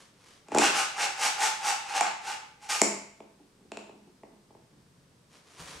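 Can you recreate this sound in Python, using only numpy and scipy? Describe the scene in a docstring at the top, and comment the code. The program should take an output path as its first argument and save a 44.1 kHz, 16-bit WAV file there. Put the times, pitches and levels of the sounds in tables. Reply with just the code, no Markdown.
"""Dice stacking in a living room

At a wooden board, heard through a close pair of microphones: an upturned plastic cup scoops up dice and
is swung from side to side, so that they skid round its wall and sound its hollow. The cup is slammed
down, then nudged over the board while the dice knock inside. At the end it is lifted, a shirt rustles
and the floor rumbles under a shifting body."""
import sys
import numpy as np
from scipy import signal
from scipy.fft import rfft, irfft
from scipy.io import wavfile

SR = 44100
rng = np.random.default_rng(int(sys.argv[2]) if len(sys.argv) > 2 else 0)


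def store_wav(level_fs):
    """Save 16-bit WAV to argv[1]."""
    pcm = np.round(np.clip(np.atleast_2d(level_fs), -1, 1) * 32767)
    wavfile.write(sys.argv[1], SR, pcm.T.astype(np.int16))


N = 255780


def from_db(db):
    return 10 ** (np.asarray(db) / 20)


def unit_rms(x):
    return x / np.sqrt(np.mean(x ** 2) + 1e-20)


def at_hz(points, hz):
    """Reads a table on a log-frequency axis."""
    points_hz, values = np.transpose(points)
    return np.interp(np.log(np.maximum(hz, 1)), np.log(points_hz), values)


def coloured(x, spectrum):
    """Gives a steady sound a spectrum; rms 1."""
    gain = from_db(at_hz(spectrum, np.fft.rfftfreq(N, 1 / SR)))
    return unit_rms(irfft(rfft(x) * gain, N))


def passband(x, hz, kind):
    return signal.sosfilt(signal.butter(2, hz, kind, fs=SR, output="sos"), x)


def resonate(x, modes):
    """Parallel resonances of alternating sign."""
    out = 0
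    for k, (hz, width_hz, db) in enumerate(modes):
        radius = np.exp(-np.pi * width_hz / SR)
        poles = [1, -2 * radius * np.cos(2 * np.pi * hz / SR), radius ** 2]
        ring = (1 - radius ** 2) / 2 * signal.lfilter([1, 0, -1], poles, x + 1e-18)
        out = out + (-1) ** k * from_db(db) * ring
    return out


def grains(per_s, spread_db):
    """Tiny contacts at random moments, of uneven strength."""
    sizes = from_db(spread_db * np.minimum(rng.exponential(1, N), 4)) * rng.choice([-1, 1], N)
    return sizes * (rng.random(N) < per_s / SR)


def swell(peak_s, rise_s, fall_s):
    """A bell-shaped envelope that reaches 1 at peak_s."""
    t = np.arange(N) / SR - peak_s
    return np.exp(-np.minimum((t / np.where(t < 0, rise_s, fall_s)) ** 2, 100))


# how alike the room sounds at the left and right microphone: frequency_hz, correlation
MIC_LIKENESS = [(50, .75), (150, .97), (300, .88), (700, .4), (1500, .2), (3500, .25), (8000, .35),
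                (14000, .55)]
def diffuse_noise(size):
    """White noise from all around, as two closely spaced microphones hear it."""
    mid, side = rfft(rng.standard_normal((2, size)))
    alike = at_hz(MIC_LIKENESS, np.fft.rfftfreq(size, 1 / SR))
    return irfft(np.sqrt((1 + alike) / 2) * mid + np.sqrt((1 - alike) / 2) * side * [[1], [-1]], size)


# spectrum of the still living room: frequency_hz, gain_db
ROOM_TONE_SPECTRUM = [(12, -46), (20, -8.5), (49, -10), (146, -2.5), (388, -8.5), (446, -7.5), (780, -17),
                      (949, -14), (2600, -21), (5380, -21), (7310, -25), (8180, -22), (14300, -38),
                      (16000, -46.5)]
def room_tone(level_db=-63.5):
    """Faint steady noise reaches the microphones from all sides."""
    return from_db(level_db) * coloured(diffuse_noise(N), ROOM_TONE_SPECTRUM)


# how long the living room rings: frequency_hz, t60_s
ROOM_DECAY = [(100, 1), (300, 0.46), (1000, 0.57), (2500, 0.65), (6000, .5), (12000, .43)]
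# reverberation against direct sound at the microphones: frequency_hz, level_db
ROOM_SHARE = [(100, -3), (300, -2), (900, -0.5), (2500, 0), (7000, -1), (13000, -3.5)]
def living_room(direct, build_s=.006):
    """Direct sound in the centre, plus a stereo tail that builds up and dies band by band."""
    t, hz = np.arange(SR) / SR, np.fft.rfftfreq(SR, 1 / SR)
    edges_hz = np.geomspace(40, 18000, 25)
    noise, tail = rfft(diffuse_noise(SR)), 0
    for low, high in zip(edges_hz, edges_hz[1:]):
        centre_hz, inside = np.sqrt(low * high), (hz >= low) & (hz < high)
        decay = np.exp(-np.log(1000) * t / at_hz(ROOM_DECAY, centre_hz)) * (1 - np.exp(-t / build_s))
        band = unit_rms(irfft(noise * inside, SR) * decay)
        band *= np.sqrt(inside.mean() / SR)   # as strong as the direct sound
        tail = tail + from_db(at_hz(ROOM_SHARE, centre_hz)) * band
    return direct + signal.fftconvolve(direct[None], tail, axes=1)[:, :N]


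# spectrum of the floor underfoot: frequency_hz, gain_db
FLOOR_SPECTRUM = [(30, -18), (62, 0), (90, -4), (150, 0), (250, -18), (400, -39)]
# weight lands on the floor: peak_s, level_db
FLOOR_THUDS = [(5.603, -52), (5.765, -54)]
def shifting_weight(rise_s=.01, fall_s=.055):
    """The floor rumbles under the moving body."""
    level = sum(from_db(db) * swell(s, rise_s, fall_s) for s, db in FLOOR_THUDS)
    return level * coloured(rng.standard_normal(N), FLOOR_SPECTRUM)


# spectrum of rubbing cloth: frequency_hz, gain_db
CLOTH_SPECTRUM = [(88, -31), (150, -13), (225, -7), (425, -3), (883, -6), (972, -1.5), (1400, -5.5),
                  (6180, -9.5), (10400, -16), (13600, -35.5), (15000, -63)]
# moves of arm and body: peak_s, relative_db, half_length_s
BODY_MOVES = [(0.0, -53, .06), (0.29, -55, .1), (5.35, -54.5, .042), (5.54, -53.5, .085),
              (5.612, -42.5, .028), (5.71, -44.3, .085)]
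def shirt(gain_db=-4):
    """Cloth fibres slip in dense grains with each move."""
    fibres = coloured(grains(7000, spread_db=5.5), CLOTH_SPECTRUM)
    power = sum((from_db(db + gain_db) * swell(s, half_s, half_s)) ** 2 for s, db, half_s in BODY_MOVES)
    return fibres * np.sqrt(power)


# resonances of the wooden board: pitch_hz, width_hz, gain_db
BOARD_MODES = [(65, 12, -26), (140, 12, -20), (205, 9, 5), (288, 22, -1), (339, 22, 1), (418, 34, 3.7),
               (520, 130, -6), (668, 82, 3)]
# resonances of the cup's mouth at the board: pitch_hz, width_hz, gain_db
MOUTH_MODES = [(700, 85, 6), (845, 86, 8), (1160, 120, -9)]
# spectrum of the board's rumble: frequency_hz, gain_db
RUMBLE_SPECTRUM = [(50, -25), (80, 6), (100, 7), (120, 7), (155, 12), (220, -8), (400, -54)]
# short pushes of the cup over the board: peak_s, relative_db
CUP_PUSHES = [(0.56, -35), (3.42, -61), (3.64, -58), (3.95, -58.5), (4.07, -59.5), (4.33, -61.5),
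              (4.75, -66)]
def dragging(half_push_s=.04, hum_db=1, scuff_db=-13, rumble_db=-20, lift_db=-66):
    """The rim rubs over the board, which hums and rumbles; the cup's mouth scuffs along."""
    push = sum(from_db(db) * swell(s, half_push_s, half_push_s) for s, db in CUP_PUSHES)
    lift = swell(peak_s=4.9, rise_s=.5, fall_s=.5)   # the cup is eased up
    slips = grains(900, spread_db=6)
    hum = from_db(hum_db) * unit_rms(passband(resonate(slips, BOARD_MODES[2:6]), 160, "low"))
    scuff = from_db(scuff_db) * unit_rms(resonate(slips, MOUTH_MODES))
    rumble = coloured(rng.standard_normal(N), RUMBLE_SPECTRUM)
    return push * (hum + scuff) + (from_db(rumble_db) * push + from_db(lift_db) * lift) * rumble


# modes of the cup's wall: pitch_ratio, width_hz, gain_db
WALL_MODES = [(.55, 600, -5), (1, 230, 4), (1.6, 900, -6)]
def wall_ring(force, pitch_hz):
    """The plastic wall rings, soft in the treble, at a pitch set by the point of contact."""
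    ring = resonate(force, [(ratio * pitch_hz, width_hz, db) for ratio, width_hz, db in WALL_MODES])
    return passband(passband(ring, 1.5 * pitch_hz, "low"), 2 * pitch_hz, "low")


def rebounds(gap_s=.00055, give=.6, count=3):
    """One blow as a few ms of ever smaller bounces; all-pass stages leave it uncoloured."""
    force = signal.unit_impulse(SR // 4)
    for k in range(count):
        bounce = np.zeros(round(gap_s * SR * np.exp(-k / 2)) + 1)
        bounce[0], bounce[-1] = 1, (-1) ** k * give
        force = signal.lfilter(bounce[::-1], bounce, force + 1e-18)
    return force


def blows(starts_s, levels_db, rings):
    """Places a ring at each strike; its level is that of its energy spread over 4 ms."""
    out = np.zeros(N + SR)
    for s, db, ring in zip(starts_s, levels_db, rings):
        start = round(s * SR)
        out[start:start + len(ring)] += from_db(db) * ring / np.linalg.norm(ring)
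    return out[:N] * np.sqrt(.004 * SR)


# the cup scoops and is slammed down: start_s, mouth_db, board_over_mouth_db, hardness_db, wall_pitch_hz
CUP_KNOCKS = [(0.484, -50, 6, -5, 2400), (0.518, -31, 3, -18, 1900), (0.547, -23.5, 6.5, -8.5, 1350),
              (0.56, -19, -.5, -34, 1990), (0.573, -23.5, 7.5, -9.5, 2330), (0.584, -24.5, -7, 4, 2500),
              (0.5905, -25.5, 7, -5.5, 2500), (0.618, -19, -5, -15, 1740), (0.635, -25, -8, -8, 1600),
              (2.0083, -17, -18, -8, 2300), (2.8157, -26.5, 11, 12, 2200)]
# dice tap inside the standing cup: start_s, board_db, wall_pitch_hz
DICE_TAPS = [(3.203, -39.5, 2310), (3.7175, -34.5, 2620), (3.7707, -34.2, 2600), (3.893, -42, 2600),
             (4.233, -41, 1950), (4.505, -50.5, 1970), (4.549, -48, 2000)]
def strikes(firm_tap_db=-34.5):
    """Shares out each knock and tap: start_s, board_db, mouth_db, wall_db, dice_db, wall_pitch_hz."""
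    rows = []
    for s, db, board_over_db, hardness_db, hz in CUP_KNOCKS:
        wall_db = db - 2 + .65 * hardness_db
        rows.append((s, db + board_over_db, db, wall_db, db + hardness_db, hz))
    for s, db, hz in DICE_TAPS:
        firmness_db = db - firm_tap_db   # softer taps are duller
        mouth_db = db - 12 - .5 * firmness_db
        wall_db = db - 6.5 + 1.5 * firmness_db
        dice_db = db - 13 + 3 * firmness_db
        rows.append((s, db, mouth_db, wall_db, dice_db, hz))
    return rows


# resonances of the hard dice: pitch_hz, width_hz, gain_db
DICE_MODES = [(3900, 2250, -10), (5850, 1400, -5), (7110, 1370, -1.5), (8420, 2420, -7.4)]
def knocks(crack_db=-26):
    """Each strike sounds the board, the cup's mouth and wall, and the hard dice."""
    starts_s, board_db, mouth_db, wall_db, dice_db, wall_hz = np.transpose(strikes())
    force = rebounds()
    board = passband(resonate(force, BOARD_MODES), 2000, "low")
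    mouth = passband(passband(resonate(force, MOUTH_MODES), 2000, "low"), 2600, "low")
    click = resonate(resonate(force, DICE_MODES), DICE_MODES)   # passes from die to die, so rings twice
    crack = from_db(crack_db) * passband(force, [5000, 11000], "band")
    dice = passband(click + crack, 9800, "low")
    out = blows(starts_s, wall_db, [wall_ring(force, hz) for hz in wall_hz])
    for levels_db, ring in [(board_db, board), (mouth_db, mouth), (dice_db, dice)]:
        out += blows(starts_s, levels_db, [ring] * len(starts_s))
    return out


# the cup's wall at three points of contact: pitch_hz
CONTACT_PITCHES = [1500, 2120, 2680]
def tumbling(taps_per_s=120):
    """Now and then a die tips over an edge and taps the wall, here or there; rms 1."""
    return unit_rms(sum(wall_ring(grains(taps_per_s, spread_db=2.6), hz) for hz in CONTACT_PITCHES))


# swings of the cup, about four a second: peak_s, relative_db, half_length_s, treble_offset_db
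CUP_SWINGS = [(0.56, -41, .027, -12), (0.644, -24.5, .034, -6.2), (0.79, -29.4, .036, -3.3),
              (1.027, -29.1, .031, -4.7), (1.247, -29.2, .035, -1), (1.445, -29, .035, -1.8),
              (1.688, -30.3, .035, -2.8), (1.915, -40.5, .035, -8.5), (1.971, -29.3, .019, -6.8),
              (2.054, -35.2, .036, -15), (2.298, -38, .041, -6.3)]
# the cup brakes and the dice whirl on inside: peak_s, relative_db, rise_s, fall_s, treble_offset_db
LAST_WHIRL = (2.703, -33.5, .008, .06, 1.5)
def swinging(steepness, slide_db, treble=False, fall_ratio=.98, slide_lead_s=.072):
    """Level of the rattle: dice slide softly, then are flung to the wall; steeper means briefer."""
    swings = [(s, db, half_s, fall_ratio * half_s, treble_db) for s, db, half_s, treble_db in CUP_SWINGS]
    power = 0
    for s, db, rise_s, fall_s, treble_db in swings + [LAST_WHIRL]:
        slide = from_db(slide_db) ** 2 * swell(s - slide_lead_s, rise_s=.016, fall_s=.05) ** steepness
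        fling = swell(s, rise_s, fall_s) ** steepness
        power = power + from_db(db + treble * treble_db) ** 2 * (slide + fling)
    return np.sqrt(power)


# spectrum of dice skidding on plastic: frequency_hz, gain_db
SCRAPE_SPECTRUM = [(120, -30), (300, -10.5), (550, -2.3), (700, 0), (1100, 6.3), (1500, 7), (1900, 0.5),
                   (2750, 4), (3200, -2.5), (4400, -3), (5400, -0.5), (7500, -2), (9500, -7), (12500, -19),
                   (15500, -42)]
# resonances of the air in the cup: pitch_hz, width_hz, gain_db
HOLLOW_MODES = [(778, 40, -5), (854, 48, 0)]
# the hollow rings more once the cup's mouth is clear of the board: time_s, gain_db
MOUTH_OPENING = [(0.65, -5.5), (1.0, 1.3), (1.95, 3.7), (2.72, -.5)]
def skidding(contacts_per_s=9000, split_hz=4400, body_db=-3, treble_db=-1, air_db=-3, clatter_db=-6):
    """Dice skid on the wall and ring the cup's air; a faster swing makes more contacts and treble."""
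    level = swinging(steepness=.86, slide_db=-20.5)
    treble_level = swinging(steepness=1.25, slide_db=-24, treble=True)
    air_level = swinging(steepness=.72, slide_db=-15.5)
    opening_db = np.interp(np.arange(N) / SR, *np.transpose(MOUTH_OPENING))
    speed = np.sqrt(level / level.max() + .0034)
    contacts = grains(contacts_per_s * speed, spread_db=2) / np.sqrt(speed)   # even power at any rate
    scrape = coloured(contacts, SCRAPE_SPECTRUM)
    body = from_db(body_db) * level * unit_rms(passband(scrape, split_hz, "low"))
    treble = from_db(treble_db) * treble_level * unit_rms(passband(scrape, split_hz, "high"))
    air = from_db(air_db + opening_db) * air_level * unit_rms(resonate(contacts, HOLLOW_MODES))
    clatter = from_db(clatter_db) * level * tumbling()
    return body - treble + air + clatter   # the minus avoids a notch at split_hz


def scene():
    """All sources sound in the living room, over its faint steady noise."""
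    background = room_tone()
    return background + living_room(skidding() + knocks() + dragging() + shirt() + shifting_weight())


def record(dry, cutoff_hz=15700):
    """Both microphone channels pass a steep treble cut."""
    return signal.sosfilt(signal.ellip(10, .1, 80, cutoff_hz, fs=SR, output="sos"), dry)


dry = scene()
out = record(dry)
store_wav(out)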